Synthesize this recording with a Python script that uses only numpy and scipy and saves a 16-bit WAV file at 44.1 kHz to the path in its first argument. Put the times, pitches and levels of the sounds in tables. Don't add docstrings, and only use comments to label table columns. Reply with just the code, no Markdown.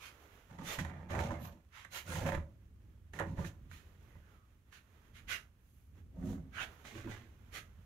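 import sys
import numpy as np
from scipy import signal
from scipy.fft import rfft, irfft
from scipy.io import wavfile
from scipy.ndimage import uniform_filter1d

SR = 44100
rng = np.random.default_rng(int(sys.argv[2]) if len(sys.argv) > 2 else 0)


def inscribe(sig):
    pcm = np.round(np.clip(np.atleast_2d(sig).T, -1, 1) * 32767)
    wavfile.write(sys.argv[1], SR, pcm.astype(np.int16))


N = 346185
TIME = np.arange(N) / SR

# pitch_hz, relative level_db, t60_s
TOP_BOX = [(44.8, -33, 0.074), (81.4, 3.5, 0.19), (101.2, -3.5, 0.27), (121.7, -5, 0.2), (158.5, -1, 0.19),
           (183.7, -5, 0.27), (232, -1, 0.065), (268, -5, 0.056), (318, -8.5, 0.067), (363, -22.5, 0.019),
           (438, -26, 0.098)]
# pitch_hz, relative level_db, t60_s
PANELS = [(324.1, 3, 0.33), (374, -29, 0.074), (446, -18, 0.05), (546.6, 6, 0.18), (596, 1, 0.21),
          (710, -10, 0.071), (897.5, 7.5, 0.084), (1006, 9.5, 0.08), (1203, -0.5, 0.067), (1313, -4, 0.084),
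          (1460, -5, 0.12), (1520, -2, .035), (1757, 3.5, 0.038), (1980, -26, 0.075)]


def slide(start, end, drawer, touch, hollow):
    # pitch_hz, relative level_db, t60_s
    middle_box = [(43.7, -12, 0.25), (71.8, 0, 0.52), (106, -2.5, 0.13), (155, 1.5, 0.13), (205.7, 3, 0.24),
                  (222.4, -7.5, 0.24), (262, 0, 0.17), (290, -18, .12), (352, -7.5, 0.093), (480, -8, 0.04),
                  (640, -20, 0.072), (806, -14, 0.037)]
    bottom_box = [(46.4, -6, 0.16), (80, -11, 0.25), (110.6, 6.5, 0.18), (195, -5.5, 0.13),
                  (232, 3.5, 0.086), (279, -2.5, 0.12), (335, 2, 0.075)]
    # frequency_hz, relative level_db (per Hz)
    rub_colour = [(150, -31), (300, 1.5), (450, 5.5), (600, 5), (1000, -2), (1500, -1.5), (2200, -4.5),
                  (2700, -14.5), (3400, -19), (4500, -30.5), (8000, -45.5)]
    # frequency_hz, relative level_db (per Hz)
    grain_colour = [(1500, -27), (2400, -1.5), (3200, -2), (4000, -1.5), (4900, -6.5), (6500, -0.5),
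                    (8300, -8), (10000, -7.5), (12500, -7), (15500, -12)]
    box = {"top": TOP_BOX, "middle": middle_box, "bottom": bottom_box}[drawer]
    rub_tilt_db, hiss_tilt_db, panel_db, judder_db = touch
    t = np.arange(start, end, 1 / SR)
    boom, rub, hiss = pushed(t)

    judder = gain_of(judder_db * wobble(len(t), hz=69.4))
    slips = friction(len(t), per_s=2500, spread_db=3.5) * judder
    slips = patchy(slips, patch_db=3, width_bins=3, length_frames=7)
    body = steadied(through(slips, ring(box)), seconds=0.0386)
    scrape = rub * steadied(coloured(slips, rub_colour, rub_tilt_db), seconds=0.048)

    panels = through(rub * steadied(slips, seconds=0.068), ring(PANELS))
    panels *= gain_of(panel_db) * scrape.std() / panels.std()
    if hollow is not None:
        *glide, hollow_db = hollow
        keep = np.exp(-1 / (.02 * SR))
        air_level = signal.lfilter([1 - keep], [1, -keep], rub)
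        panels += gain_of(hollow_db) * air_level * whistle(len(t), *glide)

    fibres = friction(len(t), per_s=9000, spread_db=2) * judder
    grain = steadied(coloured(fibres, grain_colour, hiss_tilt_db), seconds=0.14)
    sound = boom * body + scrape + panels + hiss * grain
    return start, sound * signal.windows.tukey(len(t), .03)


def pushed(t):
    # start_s, rise_s, hold_s, fade of the rub (dB per s),
    # boom of the box (dB), rub of the runners (dB), hiss of the wood grain (dB)
    pushes = [ (0.472, 0.043, 0.031, 248, -53.5, -62.5, -73), (0.578, 0.012, 0.048, 170, -47.5, -56, -66.5),
              (0.644, 0.083, 0.018, 300, -70, -50.5, -53), (0.779, 0.0072, 0.019, 225, -37.5, -53.5, -53),
              (0.83, 0.021, 0.044, 37, -46.5, -56, -74.5), (1.075, 0.059, 0.027, 148, -42, -43.5, -57),
              (1.174, 0.013, 0.052, 109, -38.5, -44.5, -55.5), (1.288, 0.015, 0.015, 123, -41, -52.5, -69),
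              (1.382, 0.061, 0.025, 195, -49, -58, -62.5), (2.031, 0.1, 0.052, 115, -43, -49, -51),
              (2.186, 0.054, 0.0089, 196, -37.5, -46.5, -68), (2.25, 0.021, 0.023, 425.5, -40, -41, -53.5),
              (2.309, 0.02, 0.018, 303, -39, -47, -63), (2.355, 0.016, 0.012, 328, -35, -66, -84),
              (3.126, 0.019, 0.053, 250, -53, -55.5, -63.5), (3.191, 0.012, 0.004, 380, -40.5, -38, -76),
              (3.237, 0.038, 0.035, 147, -41, -62, -71.5), (3.343, 0.061, 0.017, 225, -42, -50, -62.5),
              (3.429, 0.038, 0.0093, 448, -50, -66.5, -56.5),
              (6.092, 0.2, 0.025, 122.5, -39.5, -56.5, -73.5), (6.21, 0.074, 0.049, 270, -60, -58.5, -65),
              (6.834, 0.027, 0.02, 92, -59, -58, -59), (6.916, 0.049, 0.02, 107, -49.5, -55.5, -61.5),
              (7.022, 0.045, 0.02, 174, -44, -59.5, -79), (7.065, 0.049, 0.011, 127, -57, -53.5, -60.5), ]
    fade_ratios = [0.82, 1, 1.1]
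    power = np.zeros((3, len(t)))
    for start, rise, hold, fade_db, *levels_db in pushes:
        attack = np.sin(np.pi / 2 * np.clip((t - start) / rise, 0, 1)) ** 2
        release_db = -fade_db * np.maximum(t - start - rise - hold, 0)
        level = gain_of(np.c_[levels_db] + np.outer(fade_ratios, release_db))
        power += (attack * level) ** 2
    return np.sqrt(power)


def knock(s, click_db, panel_db, thud_db):
    # frequency_hz, relative level_db (per Hz)
    click_colour = [(300, -22), (900, -8), (1300, -5.5), (1900, 2.5), (2700, -13), (4000, -20), (5000, -29),
                    (6700, -18.5), (8500, -26.5), (12000, -25.5), (15500, -57)]
    t = np.arange(SR // 2) / SR
    decay = np.exp(-t / .004) + .28 * np.exp(-t / .025)
    contact = rng.standard_normal((2, len(t))) * decay
    click = coloured(contact, click_colour)
    panel_ring = ring(PANELS)
    panels = np.array([panel_ring, signal.hilbert(panel_ring).imag])
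    push = np.sin(np.pi * np.minimum(t / 0.00388, 1))
    thud = through(push[None], ring(TOP_BOX))
    parts = (click, click_db), (panels, panel_db), (thud, thud_db)
    return s, sum(gain_of(db) * part / abs(part).max() for part, db in parts)


def squeal(s, length, first_hz, last_hz, width_hz, db):
    count = int(length * SR)
    return s, gain_of(db) * whistle(count, first_hz, last_hz, width_hz) * np.hanning(count)


def scuff(s, rise, fall, db, tilt_db, drag_db):
    # frequency_hz, relative level_db (per Hz)
    grit_colour = [(150, -28), (400, -24), (700, -16.5), (1000, -9.5), (1300, -4), (2100, -2.5),
                   (3500, -6.5), (5200, -14.5), (6600, -11.5), (8200, -20), (10000, -15.5), (12500, -16.5),
                   (15500, -24.5)]
    # frequency_hz, relative level_db (per Hz)
    drag_colour = [(100, 3.5), (250, -5.5), (600, 0.5), (1000, 4), (2000, -23.5), (6000, -38)]
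    t = np.arange(-min(s, .2), .25, 1 / SR)
    shape = np.where(t < 0, abs(t / rise) ** 3, abs(t / fall) ** 2.0)
    swell = np.exp(-.5 * shape)
    grit = friction(len(t), per_s=9000, spread_db=-1.0) * gain_of(0.49 * wobble(len(t), hz=90))
    grit = patchy(grit, patch_db=2.2, width_bins=4, length_frames=12)
    drag = gain_of(drag_db) * evened(coloured(grit, drag_colour))
    sound = evened(coloured(grit, grit_colour, tilt_db)) + drag
    return s + t[0], gain_of(db) * swell * sound


def background():
    # middle_s, half_length_s, handling rumble (dB), rustle of clothing (dB)
    moves = [(0.208, 0.34, -71, -63.5), (2.95, 1, -56, -88), (3.602, 0.23, -54.5, -89),
             (4.022, 0.48, -59, -71), (5.02, 0.29, -71, -71), (5.26, 0.19, -55.5, -76.5),
             (5.982, 0.048, -54.5, -74.5), (6.297, 0.46, -52, -88), (6.78, 0.27, -72, -65),
             (7.51, 0.55, -56, -72)]
    # frequency_hz, relative level_db (per Hz)
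    rumble_colour = [(15, -31.5), (30, -8), (50, -1), (78, 1.5), (110, -6), (150, -13.5), (220, -15.5),
                     (320, -24.5), (520, -36), (1500, -68.5)]
    # frequency_hz, relative level_db (per Hz)
    cloth_colour = [(200, -3.5), (400, 2), (750, -5.5), (1300, -4.5), (2100, -8.5), (3300, -12),
                    (4800, -20), (6500, -17), (8300, -26), (12000, -18), (15500, -22.5)]
    still_rumble_db, still_rustle_db = -64, -80.5
    power = gain_of(np.c_[[still_rumble_db, still_rustle_db]]) ** 2
    for s, half_length, *levels_db in moves:
        swell = np.exp(-2 * ((TIME - s) / half_length) ** 2)
        power = power + gain_of(np.c_[levels_db]) ** 2 * swell
    handling, rustle = np.sqrt(power)

    rumble = coloured(rng.standard_normal((2, N)), rumble_colour, size=8192)
    rumble = steadied(rumble, seconds=0.18)
    cloth = evened(coloured(friction(N, per_s=12000, spread_db=1.5), cloth_colour))
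    flutter = gain_of(1.2 * wobble(N, hz=12))
    return leaned(rumble * handling, right_db=4.0) + leaned(cloth * rustle * flutter, right_db=2.5)


def workshop(x, wet_db):
    turn = 2 * np.pi * .7 * TIME
    tail = through(x * np.cos(turn), echoes(delay=.006)) + through(x * np.sin(turn), echoes(delay=.009))
    return x + gain_of(wet_db) * tail


def echoes(delay):
    # frequency_hz, t60_s
    room_decay = [(100, 0.16), (500, 0.43), (2000, 0.2), (6000, 0.22), (15000, 0.27)]
    hz, t, z = signal.stft(rng.choice([-1., 1.], (2, SR // 2)), SR, nperseg=256)
    fade = gain_of(-60 * t / read(room_decay, hz)[:, None])
    tail = signal.istft(z * fade, SR, nperseg=256)[1]
    tail = np.pad(tail, ((0, 0), (int(delay * SR), 0)))
    return tail / np.linalg.norm(tail, axis=1, keepdims=True)


def friction(count, per_s, spread_db):
    chance = rng.random(count)
    size = rng.exponential(1, count)
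    sign = rng.choice([-1, 1], (2, count))
    return evened((chance < per_s / SR) * sign * gain_of(spread_db * np.minimum(size, 4)))


def patchy(x, patch_db, width_bins, length_frames):
    z = signal.stft(x, nperseg=1024, noverlap=768)[2]
    field = rng.standard_normal(z.shape[1:])
    for _ in range(2):
        field = uniform_filter1d(field, width_bins, axis=0)
        field = uniform_filter1d(field, length_frames, axis=1)
    y = signal.istft(z * gain_of(patch_db * evened(field)), nperseg=1024, noverlap=768)[1]
    return evened(y[:, :x.shape[1]])


def whistle(count, first_hz, last_hz, width_hz):
    glide_hz = np.linspace(first_hz, last_hz, count)
    turn = np.exp(2j * np.pi * np.cumsum(glide_hz) / SR)
    lowpass = signal.butter(2, width_hz / 2, fs=SR, output="sos")
    band = signal.sosfilt(lowpass, rng.standard_normal((2, count)) / turn)
    return evened((band * turn).real)


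def ring(modes):
    t = np.arange(SR // 2) / SR
    response = np.zeros(len(t))
    for k, (hz, db, t60) in enumerate(modes):
        response += (-1) ** k * gain_of(db - 60 * t / t60) * np.sin(2 * np.pi * hz * t)
    return response


def wobble(count, hz):
    f = np.fft.rfftfreq(count, 1 / SR)
    slow = np.exp(-(f / hz) ** 2) * (f > 0)
    return evened(irfft(rfft(rng.standard_normal(count)) * slow, count))


def coloured(x, points, tilt_db=0, size=2048):
    hz = np.fft.rfftfreq(size, 1 / SR)
    level_db = read(points, hz) + tilt_db * np.log2(1 + hz / 1000)
    cepstrum = irfft(np.log(gain_of(level_db)))
    cepstrum[1:size // 2] *= 2
    cepstrum[size // 2 + 1:] = 0
    return through(x, irfft(np.exp(rfft(cepstrum))))


def through(x, response):
    return signal.fftconvolve(x, np.atleast_2d(response), axes=1)[:, :x.shape[1]]


def gain_of(db):
    return 10 ** (np.asarray(db) / 20)


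def evened(x):
    return x / np.sqrt(np.mean(x ** 2) + 1e-20)


def steadied(x, seconds):
    return x / np.sqrt(abs(uniform_filter1d(x ** 2, int(seconds * SR))) + 1e-20)


def read(points, hz):
    f, value = np.transpose(points)
    return np.interp(np.log(hz + 1), np.log(f + 1), value)


def leaned(x, right_db):
    return x * gain_of(np.array([[-.5], [.5]]) * right_db)


def add(mix, s, sound):
    part = mix[:, max(round(s * SR), 0):][:, :sound.shape[1]]
    part += sound[:, :part.shape[1]]


def scene():
    # start_s, end_s, box,
    # (rub tilt (dB per octave), hiss tilt (dB per octave), panel ring (dB against the rub), judder depth (dB)),
    # hollow behind the top drawer, changing pitch as it travels:
    strokes = [ (0.48, 1.621, "top", (-2.2, -4.5, -7, 2), (862, 690, 269, -6.5)),
               (2.03, 2.561, "top", (1.5, -1.5, -6, 0), (476, 626, 48, -2.5)),
               (3.109, 3.581, "top", (-2.4, -2, -5, -0.5), (573, 594, 53, -29)),
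               (6.08, 6.559, "middle", (-11, 0.5, -13, 0), None),
               (6.829, 7.349, "bottom", (7.5, -5, -18, -0.8), None), ]
    # start_s, click peak (dB), panel ring peak (dB), box thud peak (dB)
    knocks = [(0.588, -55, -47.5, -43), (.787, -29, -48, -39), (.848, -38, -41.5, -51),
              (1.102, -52.5, -45, -35.5), (1.15, -35, -34.5, -36), (1.19, -33.5, -36.5, -42),
              (1.306, -41, -31.5, -46.5), (1.848, -42.5, -59, -61), (2.156, -37.5, -37.5, -36),
              (2.262, -34, -38, -45), (2.32, -35, -34.5, -52), (2.349, -35, -49, -50),
              (3.135, -39.5, -64, -54), (3.189, -32, -59, -58), (3.197, -32, -50, -50),
              (3.206, -61, -31, -39), (3.379, -54, -45, -31.5), (3.389, -53, -39, -36),
              (3.447, -38.5, -61, -45), (3.714, -44, -67, -55), (4.152, -73, -57.5, -48.5),
              (4.726, -53.5, -82, -69), (6.851, -44.5, -71, -58), (7.072, -58, -43.5, -46),
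              (7.774, -74, -71, -52.5)]
    # start_s, length_s, first_hz, last_hz, width_hz, level_db
    squeals = [(1.373, 0.15, 11900, 12500, 1510, -60.5), (2.052, 0.15, 9550, 9800, 2500, -57.5),
               (4.006, 0.24, 2150, 1840, 240, -78), (4.169, 0.2, 1700, 1500, 260, -76),
               (4.19, 0.33, 1390, 1170, 191, -75.5), (6.541, .11, 1450, 1650, 454, -44.5),
               (6.555, .11, 2700, 2880, 700, -47.5)]
    # loudest_s, rise_s, fall_s, grit level_db, grit tilt (dB per octave), dull drag (dB against the grit)
    scuffs = [(0.06, 0.041, 0.029, -53, -1, -50), (.725, 0.055, 0.027, -44.5, 0.5, -9.5),
              (1.79, 0.046, 0.04, -56.5, -3.5, -36), (1.972, 0.037, 0.023, -45.5, 1.5, -7.5),
              (3.742, 0.028, 0.053, -61, 0.5, -38), (4.748, 0.022, 0.03, -60.5, -0.5, -48),
              (5.178, 0.025, 0.02, -59.5, -2, -16), (5.322, 0.026, 0.029, -40.5, -1.9, -16),
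              (5.73, 0.089, 0.13, -77.5, 9, -28), (6.588, 0.037, 0.024, -49, -5.5, -9.5),
              (6.628, 0.024, 0.015, -44.5, -4, -3.5), (7.57, 0.03, 0.021, -48, -0.9, -8)]
    wood, feet = np.zeros((2, 2, N))
    for row in strokes:
        add(wood, *slide(*row))
    for row in knocks:
        add(wood, *knock(*row))
    for row in squeals:
        add(wood, *squeal(*row))
    for row in scuffs:
        add(feet, *scuff(*row))
    drawers = leaned(workshop(wood, wet_db=-11.0), right_db=1.0)
    steps = leaned(workshop(feet, wet_db=-7.0), right_db=1.5)
    return drawers + steps + background()


def record(dry):
    # frequency_hz, left-right likeness (0 to 1)
    likeness = [(60, .982), (150, .98), (300, .92), (600, .78), (1000, .3), (1500, .08), (15000, .03)]
    # frequency_hz, left minus right (dB)
    port_colour = [(60, -1.4), (170, -1.8), (350, -3.2), (700, -4.8), (1100, -8), (1800, -10), (3000, -8.8),
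                   (4900, -2.5), (6200, -8), (7300, -7.5), (8300, 1), (9800, 0), (12500, -5), (15000, -3)]
    hiss_db, edge_hz = -84, 15750
    hz = np.fft.rfftfreq(N, 1 / SR)
    left, other = rfft(dry)
    same = np.clip(read(likeness, hz), 0, 1)
    pair = np.array([left, same * left + np.sqrt(1 - same ** 2) * other])
    ported = irfft(pair * gain_of(np.outer([.5, -.5], read(port_colour, hz))), N)
    noisy = ported + gain_of(hiss_db) * rng.standard_normal((2, N))
    lowpass = signal.firwin(511, edge_hz, window=("kaiser", 9), fs=SR)
    return signal.oaconvolve(noisy, lowpass[None], "same")


dry = scene()
out = record(dry)
inscribe(out)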